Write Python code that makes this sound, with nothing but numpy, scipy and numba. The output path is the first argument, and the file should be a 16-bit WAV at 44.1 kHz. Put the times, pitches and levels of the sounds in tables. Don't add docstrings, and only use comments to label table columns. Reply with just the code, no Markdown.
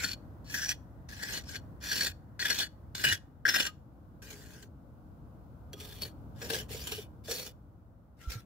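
import sys
import numpy as np
from scipy import signal
from scipy.fft import rfft, irfft, next_fast_len
from scipy.io import wavfile
from scipy.ndimage import uniform_filter1d
from numba import njit

SR = 44100
rng = np.random.default_rng(int(sys.argv[2]) if len(sys.argv) > 2 else 0)


def bounce(signal):
    frames = np.transpose(np.atleast_2d(signal))
    limited = np.clip(frames, -1, 1)
    pcm = np.round(limited * 32767).astype(np.int16)
    wavfile.write(sys.argv[1], SR, pcm)


N = 372644

# frequency in Hz, relative level in dB per Hz.
RUMBLE_COLOUR = [(28, -26.5), (58, -0.5), (108, -2.5), (202, -9.5), (309, -12), (397, -24.5), (496, -20),
                 (637, -22.5), (1520, -34), (1730, -48.5), (8960, -59), (15500, -51.5)]
RUMBLE_DB = -50.5
# time in seconds, level in dB.
FAR_HISS = [(2.502, -78), (4.2, -89.5)]
# start in seconds, end in seconds, time to land in seconds,
# drag once landed in dB, drag before the lift in dB, share of bending modes in dB, share of upper modes
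# in dB, share of fine sand hiss in dB, centre of the grit's colour in Hz, share of the pipe's hoot in dB,
# pitch of the first bending mode in Hz. Drags and shares are relative drives.
STROKES = [(0.0, 0.154, 0.00047, -42, -56.5, -10, -1.5, -14, 5220, -42, 1536),
           (0.444, 0.754, 0.085, -46, -47, -10, 2.5, 0, 5100, -38, 1690),
           (1.084, 1.425, 0.0044, -55.5, -37.5, -5.5, -5, -16.5, 4630, -20, 1684),
           (1.428, 1.6, 0.065, -49, -47, -7.5, -0.5, -18, 4430, -16, 1620),
           (1.803, 2.12, 0.037, -42.5, -34.5, -8, -2, -3, 4650, -31, 1660),
           (2.393, 2.676, 0.0029, -43, -37, -8, -2, -13.5, 4000, -24, 1670),
           (2.946, 3.178, 0.0037, -45.5, -32.5, -8, -3, -10, 4550, -27, 1620),
           (3.451, 3.709, 0.0036, -37.5, -65, -8, -1, -9, 3030, -42, 1640),
           (4.221, 4.678, .003, -53, -59.5, -8.5, -11, -4, 6780, -2, 1600),
           (5.724, 6.126, 0.09, -53, -59, -17, -3, 5, 3640, 0.5, 1676),
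           (6.35, 6.664, 0.077, -46.5, -48, -12, -10, -7.5, 3200, -0.5, 1646),
           (6.682, 7.071, 0.026, -44, -53, -17, -4.5, 0, 3170, -6.5, 1620),
           (7.238, 7.521, 0.073, -38.5, -49, -21, -5, 2.5, 4740, 0, 1650),
           (8.168, 8.454, 0.048, -56, -64, -12, -14.5, -11, 1930, -8.5, 1624)]
# time in seconds, push on the blade in dB, push on the bending modes
# in dB, pitch that rings most in Hz.
CATCHES = [(0.004, -35, -37, 2500), (0.021, -29, -38.5, 2410), (0.0366, -24.5, -30.5, 2440),
           (0.044, -28, -41, 4430), (0.0853, -33, -62, 4470), (0.114, -28, -60, 4530),
           (0.131, -31, -46.5, 4400), (0.499, -39, -55, 5930), (0.542, -25.5, -31, 5780),
           (0.622, -32, -46, 5400), (0.631, -42, -46, 5870), (0.692, -25.5, -36, 5950),
           (0.7124, -26.5, -35.5, 4800), (1.089, -41, -54, 6350), (1.228, -29, -40, 4900),
           (1.334, -30.5, -53, 4230), (1.437, -46, -58, 5250), (1.496, -38.5, -53, 5070),
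           (1.5558, -29, -34.5, 4500), (1.9147, -25.5, -30.5, 6060), (1.957, -26, -58, 4500),
           (2.007, -22, -29.5, 4430), (2.064, -25.5, -34.5, 4370), (2.393, -30, -36, 4360),
           (2.425, -27, -31, 3320), (2.4528, -24.5, -26, 3500), (2.5022, -17.5, -27, 4410),
           (2.5864, -18.5, -51, 3330), (2.602, -24, -37, 4300), (2.9496, -28, -48, 4680),
           (3.0402, -19, -23.5, 3140), (3.049, -16.5, -27.5, 2940), (3.085, -22, -34, 2950),
           (3.118, -42, -28.5, 3540), (3.4525, -37, -18.5, 4950), (3.488, -18, -20, 5510),
           (3.542, -21, -22.5, 5270), (3.5607, -18.5, -23, 3020), (3.6, -17, -27, 2970),
           (3.6656, -21, -34.5, 2950), (4.2199, -46, -58, 2400), (4.3052, -34.5, -61, 6980),
           (4.535, -46.5, -67, 5260), (4.626, -42.5, -50, 4300), (5.731, -37, -54, 3350),
           (5.801, -37, -69, 3520), (5.923, -42.5, -62, 3530), (6.0195, -31.5, -53, 4400),
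           (6.051, -40.5, -49, 4260), (6.4162, -32.5, -45, 5430), (6.5, -20, -40, 4030),
           (6.533, -20, -49, 3960), (6.545, -24.5, -39, 3900), (6.585, -30, -54, 2970),
           (6.692, -40, -62, 3920), (6.871, -27, -68, 3050), (6.92, -25.5, -56, 2950),
           (7.28, -44, -51, 3760), (7.3131, -26.5, -42, 4210), (7.466, -35, -66.5, 3430),
           (8.3, -29, -49, 2400), (8.318, -30, -59, 4880)]
# frequency in Hz, relative level in dB per Hz.
GRIT_COLOUR = [(1100, -13), (2300, -4.5), (7000, -6), (9000, -12.5)]
# frequency in Hz, relative level in dB per Hz.
HISS_COLOUR = [(7000, -15.5), (9200, -8), (15500, -3)]
# frequency in Hz, relative level in dB per Hz.
SLAB_COLOUR = [(60, -14), (250, 2), (900, -11.5), (1300, -9), (2000, -40)]
# untuned pitch in Hz,
# width in Hz, relative level in dB, left minus right in dB before the final balance.
BENDING_MODES = [(1660, 110, 0.5, 7), (1871, 120, -7.5, 2)]
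# mean pitch in Hz, width in Hz, relative level in dB,
# left minus right in dB before the final balance.
UPPER_MODES = [(2467, 120, -2, 1.64), (2950, 34, -6, -3.7), (3352, 70, -5.5, -3.5), (3534, 70, -6.5, -1.5),
               (4402, 100, -0.5, 1.6), (5324, 99, -3, 3), (5755, 190, -1.5, -1.5), (7213, 120, -4, 0.4)]
# untuned pitch in Hz, width in Hz, level in dB.
PIPE_MODES = [(451, 35, -1), (549, 140, -10)]
# time in seconds, push in dB, pitch of the lower hoot in Hz.
RIM_TAPS = [(5.737, -40, 423), (6.021, -45, 438), (6.054, -41, 443), (6.416, -36.5, 450), (6.442, -37, 480),
            (6.472, -38, 466), (6.505, -36, 456), (6.528, -33, 466), (6.563, -35, 448), (6.705, -40, 430),
            (6.744, -37, 446), (6.919, -39, 420), (6.98, -37, 420), (7.284, -30, 468), (7.308, -33, 490)]
# time in seconds, level before the onset and
# port balance in dB, pitch in Hz.
KNOCKS = [(2.099, -32, 83), (3.057, -28, 135), (3.113, -26.5, 94.8), (8.273, -21, 58.4),
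          (8.354, -26.5, 112)]
# start in seconds, end in seconds, drive in dB,
# pitch in Hz.
FREE_MODES = [(3.648, 3.702, -53, 1240), (5.71, 5.858, -68.5, 1255), (8.2, 8.401, -58.5, 1354)]

LAND_DB, LIFT_DB = -23, -20.5
LIFT_S, LET_GO_S = 0.048, 0.0085
BEAR_DB, BEAR_BEND_DB = -14, -10
BEAR_RISE_S, BEAR_FALL_S = .007, 0.044
DRIFT, DRIFT_PER_S = .007, 12.
YARD_T60_S, YARD_DB = .27, -26.5
TOP_HZ = 15600


def undb(db):
    return np.exp(np.asarray(db) * (np.log(10) / 20))


def unit(x):
    return x / np.sqrt(np.mean(x ** 2))


def walk(rate):
    k = int(SR / rate)
    levels = np.repeat(rng.standard_normal(N // k + 1), k)
    return 1.59 * uniform_filter1d(levels, k)[:N]


def colour(x, points):
    hz, db = np.transpose(points)
    size = next_fast_len(N)
    f = np.maximum(np.fft.rfftfreq(size, 1 / SR), 1)
    gain = undb(np.interp(np.log(f), np.log(hz), db))
    return irfft(rfft(x, size) * gain, size)[..., :N]


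def between(x, lo_hz, hi_hz):
    return signal.sosfilt(signal.butter(3, [lo_hz, hi_hz], "band", fs=SR, output="sos"), x)


def held(starts):
    return np.maximum(np.searchsorted(starts, np.arange(N) / SR, "right") - 1, 0)


@njit
def spin(x, step, pole):
    out, z, p = np.empty(len(x), np.complex128), 0j, 0j
    for i in range(len(x)):
        if i % 32 == 0:
            p = pole * np.exp(1j * step[i])
        z = z * p + x[i] + 1e-18
        out[i] = z
    return out


def mode(x, hz, width_hz):
    pole = np.exp(-width_hz * np.pi / SR)
    step = 2 * np.pi / SR * hz * np.ones(len(x))
    return np.sqrt(2 - 2 * pole ** 2) * spin(1. * x, step, pole)


def rumble():
    mid, side = (colour(rng.standard_normal(N), RUMBLE_COLOUR) for _ in range(2))
    side = colour(side, [(40, -3), (90, -8), (160, -13), (300, -14), (600, -3), (1500, 0)])
    ports = (mid + side * np.array([[1], [-1]])) / np.std(mid)
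    swell = undb(RUMBLE_DB + 1.4 * walk(2.2))
    hiss_gain = undb(np.interp(np.arange(N) / SR, *np.transpose(FAR_HISS)))
    far_hiss = unit(between(rng.standard_normal((2, N)), 1400, 2000)) * hiss_gain
    return swell * ports * undb([[.6], [-.6]]) + far_hiss


def contact():
    edge, drag, t = np.zeros(N), np.zeros(N), np.arange(N) / SR
    for start, end, land_s, landed_db, lifting_db, *_ in STROKES:
        on = (t >= start) & (t <= end + LET_GO_S)
        corners = [start, start + land_s, end - LIFT_S, end, end + LET_GO_S]
        edge[on] = undb(np.interp(t[on], corners, [LAND_DB, 0, 0, LIFT_DB, 3 * LIFT_DB]))
        drag[on] = undb(np.interp(t[on], corners[1:3], [landed_db, lifting_db]))
    return edge, drag


def blows(column):
    kick = np.zeros(N)
    for row in CATCHES:
        kick[int(row[0] * SR)] = undb(row[column])
    return kick


def crunch(kick, rise_s=0.0022, fall_s=0.006):
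    t = np.arange(int(.06 * SR)) / SR
    envelope = (1 - np.exp(-t / rise_s)) * np.exp(-t / fall_s)
    return np.abs(signal.fftconvolve(kick, envelope)[:N])


def ease(power, fall_s):
    return signal.lfilter([1], [1, -np.exp(-2 / (fall_s * SR))], power + 1e-18)


def bearing(kick):
    before = ease(kick[::-1] ** 2, BEAR_RISE_S)[::-1]
    after = ease(kick ** 2, BEAR_FALL_S)
    return np.sqrt(before + after)


def grains(per_s, spread_db):
    hit = rng.random(N) < per_s / SR
    size_db = np.minimum(spread_db * rng.exponential(size=N), 9)
    return unit(hit * rng.standard_normal(N) * undb(size_db))


def patchy(rough, patch_db):
    cells = signal.stft(rough, nperseg=512)[2]
    patch = rng.standard_normal(cells.shape[1:])
    patch = uniform_filter1d(patch, size=4, axis=0)
    patch = uniform_filter1d(patch, size=5, axis=1)
    return signal.istft(cells * undb(patch_db * unit(patch)), nperseg=512)[1][:, :N]


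def humped(rough, share):
    out = np.zeros_like(rough)
    edges = [int(row[0] * SR) for row in STROKES] + [N]
    for start, end, row in zip(edges, edges[1:], STROKES):
        centre_hz = row[8]
        out[:, start:end] = [mode(port[start:end], centre_hz, share * centre_hz).real for port in rough]
    return out


def ring(force, modes, wander_db, favour_db, apart, tune=1):
    out, power = 0, sum(undb(2 * m[2]) for m in modes)
    caught_s, favoured_hz = np.transpose(CATCHES)[[0, 3]]
    last = held(caught_s)
    since_s = np.abs(np.arange(N) / SR - caught_s[last])
    fresh_db = favour_db * np.exp(-since_s / 0.38)
    for hz, width, db, pan_db in modes:
        picked = np.exp(-(np.log(favoured_hz / hz) / .06) ** 2)[last]
        drive = force * undb(db + wander_db * walk(20) + fresh_db * (picked - 0.32))
        z = mode(drive, hz * tune * (1 + DRIFT * walk(DRIFT_PER_S)), width)
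        turn = apart + 0.62 * walk(3)
        left = undb(pan_db / 2) * z.imag
        right = undb(-pan_db / 2) * (z.imag * np.cos(turn) + z.real * np.sin(turn))
        out = out + np.array([left, right])
    return out * np.sqrt(2 / power)


def chirp(force):
    caught_s, stone_hz = np.transpose(CATCHES)[[0, 3]]
    z = mode(force, stone_hz[held(caught_s)], 170.0)
    return np.array([z.imag, 0.25 * z.imag + 0.54 * z.real])


def pipe(force):
    tapped_s, tap_db, tap_hz = np.transpose(RIM_TAPS)
    tap = np.zeros(N)
    tap[(tapped_s * SR).astype(int)] = undb(tap_db)
    scrape = undb(1.0) * crunch(tap, rise_s=0.0034, fall_s=0.0098) * rng.standard_normal(N)
    drive = force + scrape + 6.1 * tap
    tune = tap_hz[held(tapped_s)] / PIPE_MODES[0][0]
    hoot = sum(undb(db) * mode(drive, hz * tune, width).imag for hz, width, db in PIPE_MODES)
    return between(hoot, 322, 780)


def trowel():
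    slip = undb(0.5 * walk(60) + 1.0 * walk(220) - 3.0)
    catch, bend = blows(column=1), blows(column=2)
    crushed = crunch(catch)
    edge, drag = contact()
    stroke = held([row[0] for row in STROKES])
    bend_db, ring_db, hiss_db, _, hoot_db, bend_hz = np.transpose(STROKES)[5:, stroke]

    press = edge * np.hypot(drag, undb(BEAR_DB) * bearing(catch))
    bow = edge * np.hypot(drag * undb(bend_db), undb(BEAR_BEND_DB) * bearing(bend))
    push = np.hypot(slip * press, undb(-7.0) * crushed)
    flex = np.hypot(slip * bow, undb(-1.5) * crunch(bend))

    shared = grains(5000., 5.9)
    sand = 0.25 * shared + 1.0 * np.array([grains(7000., 4.2), grains(7000., 3.0)])
    rough = colour(sand * push, GRIT_COLOUR) / np.std(colour(sand[0], GRIT_COLOUR))
    grit = undb(-3.5) * patchy(rough, patch_db=5.0) + undb(-15.0) * humped(rough, share=0.27)
    hiss = colour(sand * push * undb(hiss_db), HISS_COLOUR) * undb([[-1.8], [1.8]])
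    slab = undb(2.5) * colour((.5 * shared + 0.59 * sand) * push, SLAB_COLOUR)

    struck = (shared * push + 2.3 * catch) * undb(ring_db)
    upper = ring(struck, UPPER_MODES, wander_db=2.5, favour_db=11.5, apart=1.56)
    upper = between(upper, 2200, 11000)
    bowed = shared * flex + 5.6 * bend
    tune = bend_hz / BENDING_MODES[0][0]
    bending = ring(bowed, BENDING_MODES, wander_db=2.5, favour_db=0, apart=1.1, tune=tune)
    bending = between(bending, 1370, 2060)
    squeal = undb(-10.0) * chirp(shared * crushed)
    hoot = pipe(shared * push * undb(hoot_db - 5.0))
    blade = (upper + bending + grit + hiss + squeal) * undb([[.4], [-.4]])
    return blade + slab + hoot + lifted(shared)


def yard(x):
    t = np.arange(int(.5 * SR)) / SR
    tail = rng.standard_normal((2, len(t))) * 1000 ** (-t / YARD_T60_S) * (t > .004)
    tail = signal.lfilter([1], [1, -.3], tail) / np.sqrt(np.sum(tail ** 2) / 2)
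    return undb(YARD_DB) * signal.fftconvolve(x, tail, axes=1)[:, :N]


def knocks(t60_s=0.11):
    out, t = np.zeros(N), np.arange(int(.15 * SR)) / SR
    for s, db, hz in KNOCKS:
        i = int(s * SR)
        envelope = (1 - np.exp(-t / 0.0069)) * 1000 ** (-t / t60_s)
        swing = undb(db) * np.sin(2 * np.pi * hz * t) * envelope
        out[i:i + len(t)] += swing[:N - i]
    return out * undb([[-1.5], [1.5]])


def lifted(force):
    t = np.arange(N) / SR
    sing = np.zeros(N)
    for start, end, db, hz in FREE_MODES:
        light = (t > start) & (t < end)
        sing += mode(force * undb(db) * light, hz, 17.7).imag
    return between(sing, 1183, 1596) * undb([[3], [-3]])


def scene():
    tool = trowel()
    return tool + yard(tool) + knocks() + rumble()


def record(dry):
    return signal.sosfilt(signal.ellip(10, .2, 80, TOP_HZ, fs=SR, output="sos"), dry)


dry = scene()
out = record(dry)
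bounce(out)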